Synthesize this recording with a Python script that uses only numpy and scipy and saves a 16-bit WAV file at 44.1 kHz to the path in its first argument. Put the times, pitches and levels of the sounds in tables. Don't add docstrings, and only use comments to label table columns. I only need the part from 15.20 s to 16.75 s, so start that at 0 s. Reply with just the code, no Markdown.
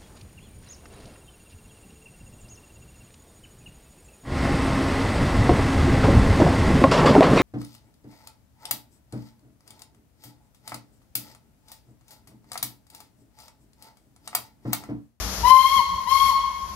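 import sys
import numpy as np
from scipy import signal
from scipy.fft import rfft, irfft
from scipy.io import wavfile
from scipy.ndimage import uniform_filter1d

SR = 44100
rng = np.random.default_rng(int(sys.argv[2]) if len(sys.argv) > 2 else 0)


def bounce(signal):
    frames = np.transpose(np.atleast_2d(signal))
    limited = np.clip(frames, -1, 1)
    pcm = np.round(limited * 32767).astype(np.int16)
    wavfile.write(sys.argv[1], SR, pcm)


N = 68355
TIME = np.arange(N) / SR
BINS = np.fft.rfftfreq(N, 1 / SR)


def amp(db):
    return 10 ** (np.asarray(db) / 20)


def unit(x):
    return x / np.sqrt(np.mean(x ** 2) + 1e-20)


def read(points, hz):
    f, value = np.transpose(points)
    return np.interp(np.log(hz + 1), np.log(f + 1), value)


def wander(rate_hz):
    smoothing = 1 / (1 + (BINS / rate_hz) ** 4)
    return unit(irfft(rfft(rng.standard_normal(N)) * smoothing, N))


# f/Hz, likeness [-1 to 1]
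NOISE_LIKENESS = [(60, 1), (130, .95), (280, 0.94), (620, 0.75), (1350, 0.25), (3000, -0.095), (6400, -0.4),
                  (11000, 0.33), (14000, -0.013)]


def noise(spectrum):
    left, other = rfft(rng.standard_normal((2, N)))
    same = read(NOISE_LIKENESS, BINS)
    right = same * left + np.sqrt(1 - same ** 2) * other
    return unit(irfft(np.array([left, right]) * amp(read(spectrum, BINS)), N))


# f/Hz, relative level/dB
STEAM_SPECTRUM = [(100, -15), (300, 0), (600, 3.5), (1400, 1), (2600, -3.5), (4000, -1), (5600, 4.5),
                  (7000, -1), (8400, -17), (9500, -11.5), (11200, -5), (14500, -12.5)]
# f/Hz, relative level/dB
RUMBLE_SPECTRUM = [(20, -27), (36, -19), (50, 1), (63, -0.5), (80, -5.5), (105, -12), (140, -22.5),
                   (188, -9), (230, -19.5), (330, -27.5), (600, -39), (2000, -75)]
# t/s, steam level/dB, rumble level/dB
ENGINE_LEVELS = [(0, -28, -31), (.06, -29, -29.5), (.15, -30, -35), (.23, -29.5, -30.5), (.33, -34, -35),
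                 (.5, -35, -41.5), (.58, -29, -30.5), (.66, -35.5, -41.5), (.76, -36.5, -32),
                 (.9, -36, -40), (1.08, -36.5, -32.5), (1.18, -36, -39.5), (1.36, -37.5, -40.5),
                 (1.55, -35, -32)]


def engine():
    s, steam_db, rumble_db = np.transpose(ENGINE_LEVELS)
    steam = noise(STEAM_SPECTRUM)
    unsteady_db = 0.67 * wander(28)
    steam = steam * amp(np.interp(TIME, s, steam_db) + unsteady_db)
    rumble = noise(RUMBLE_SPECTRUM) * amp(np.interp(TIME, s, rumble_db))
    return steam + rumble


# t/s, pitch f/Hz, direct level/dB of the lowest partial (left, before recorder)
FIRST_TOOT_PATH = [(.226, 873, -33), (.24, 945, -14.5), (.258, 985, -5.5), (.27, 1005, -11.5),
                   (.282, 1016, -4), (.295, 1024, -14), (.314, 1034, 5), (.355, 1042, 3), (.415, 1054, -2),
                   (.436, 1060, -12), (.458, 1068, 0.5), (.495, 1082, -18.5), (.535, 1085, -3.5),
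                   (.575, 1085, -9.5), (.603, 986.6, -3.5), (.628, 885.4, -25)]
SECOND_TOOT_PATH = [(.855, 895, -37), (.878, 982.5, -8.5), (.9, 1051, -16), (.926, 1075, 1),
                    (.942, 1079, -9), (.956, 1082, -0.5), (.985, 1084, -16), (1.022, 1089, -2),
                    (1.076, 1088, -18.5), (1.098, 1077, -4), (1.12, 948, -20.5), (1.138, 888, -14)]
# direct level/dB, level/dB sent to the trees, power of steam pressure it grows with [no unit]
WHISTLE_PARTIALS = [(0, -12.5, 0.89), (-24.5, -29, 1.5), (-21, -26, 2.35), (-24, -26, 1.94),
                    (-32.5, -41.5, 1.9), (-46, -45, 3)]
SHUT_HZ, FULL_HZ = 880, 1075.3
WAVER, WAVER_HZ = 0.0031, 112
FLUTTER_DB, FLUTTER_HZ = 4.33, 68.6
RIGHT_DIRECT_DB, RIGHT_LAG_S = -7.5, .00007
GATE_S = 0.0082


def whistle(toot):
    s, pitch, level_db = np.transpose(toot)
    hz = np.interp(TIME, s, pitch)
    pressure = np.clip((hz - SHUT_HZ) / (FULL_HZ - SHUT_HZ), .001, 1)
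    gate = np.clip(np.minimum(TIME - s[0], s[-1] - TIME) / GATE_S, 0, 1)
    left_turns = np.cumsum(hz * (1 + WAVER * wander(WAVER_HZ))) / SR
    turns = np.array([left_turns, left_turns - hz * RIGHT_LAG_S])
    direct, to_trees = 0, 0
    for k, (direct_db, trees_db, power) in enumerate(WHISTLE_PARTIALS, 1):
        wave = gate * np.sin(2 * np.pi * k * turns)
        growth = pressure ** power
        flutter = amp(FLUTTER_DB * wander(FLUTTER_HZ))
        size = amp(np.interp(TIME, s, level_db)) if k == 1 else growth * flutter
        direct = direct + amp(direct_db) * size * wave
        to_trees = to_trees + amp(trees_db) * growth * wave[0]
    return direct * amp([[0], [RIGHT_DIRECT_DB]]), to_trees


# opens t/s, shuts t/s, level/dB before the recorder
JET_TIMES = [(0.237, 0.58, -26.5), (0.867, 1.097, -24.5)]
# f/Hz, relative level/dB
JET_SPECTRUM = [(100, -33), (350, -20.5), (600, -4.5), (1400, -6), (2500, -2), (3600, -0.5), (5500, 1.5),
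                (7000, -2), (8400, -15), (9500, -11), (11200, 1), (14500, -10)]
JET_RISE_S, JET_FALL_S = 0.052, 0.023


def jet():
    flow = 0
    for opens, shuts, db in JET_TIMES:
        rise = np.clip((TIME - opens) / JET_RISE_S, 0, 1)
        fall = np.exp(-np.maximum(TIME - shuts, 0) / JET_FALL_S)
        flow = flow + amp(db) * rise * fall
    return flow * noise(JET_SPECTRUM)


# f/Hz, fade time t/s
TREES_FADE = [(200, 0.93), (1000, 1.51), (2200, 1.43), (4300, 0.98), (7000, 0.66), (12000, 0.31)]
TREES_DELAY_S, TREES_BUILD_S = 0.017, 0.028
TREES_LIKENESS = 0.57


def trees(x):
    hz, t, z = signal.stft(rng.standard_normal((2, N)), SR, nperseg=256)
    t60 = read(TREES_FADE, hz)[:, None]
    fading = z * amp(-60 * t / t60) / np.sqrt(t60)
    tail = signal.istft(fading, SR, nperseg=256)[1][:, :N]
    left, other = tail * np.clip((TIME - TREES_DELAY_S) / TREES_BUILD_S, 0, 1)
    right = TREES_LIKENESS * left + np.sqrt(1 - TREES_LIKENESS ** 2) * other
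    echo = np.array([left, right]) / np.linalg.norm(left)
    return signal.fftconvolve(x[None], echo, axes=1)[:, :N]


def scene():
    first, first_to_trees = whistle(FIRST_TOOT_PATH)
    second, second_to_trees = whistle(SECOND_TOOT_PATH)
    hiss = jet()
    hiss_to_trees = amp(-7) * hiss[0]
    echo = trees(first_to_trees + second_to_trees + hiss_to_trees)
    return first + second + hiss + echo + engine()


# f/Hz, level/dB
RIGHT_MIC_RESPONSE = [(60, -4), (200, -4), (400, -10), (1100, -5), (2200, -8), (4200, -10), (6800, -9.5),
                      (8800, -2), (11000, -2.5), (14000, -1)]
CEILING_DB = -1.13
EDGE_HZ = 14550


def record(dry):
    right = irfft(rfft(dry[1]) * amp(read(RIGHT_MIC_RESPONSE, BINS)), N)
    heard = np.array([dry[0], right])
    peak_db = 20 * np.log10(abs(heard).max(0) + 1e-9)
    over_db = np.maximum(peak_db - CEILING_DB, 0)
    duck_db = uniform_filter1d(np.maximum.accumulate(over_db), size=200)
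    low_pass = signal.firwin(511, EDGE_HZ, window=("kaiser", 9), fs=SR)
    return signal.oaconvolve(heard * amp(-duck_db), low_pass[None], "same")


dry = scene()
out = record(dry)
bounce(out)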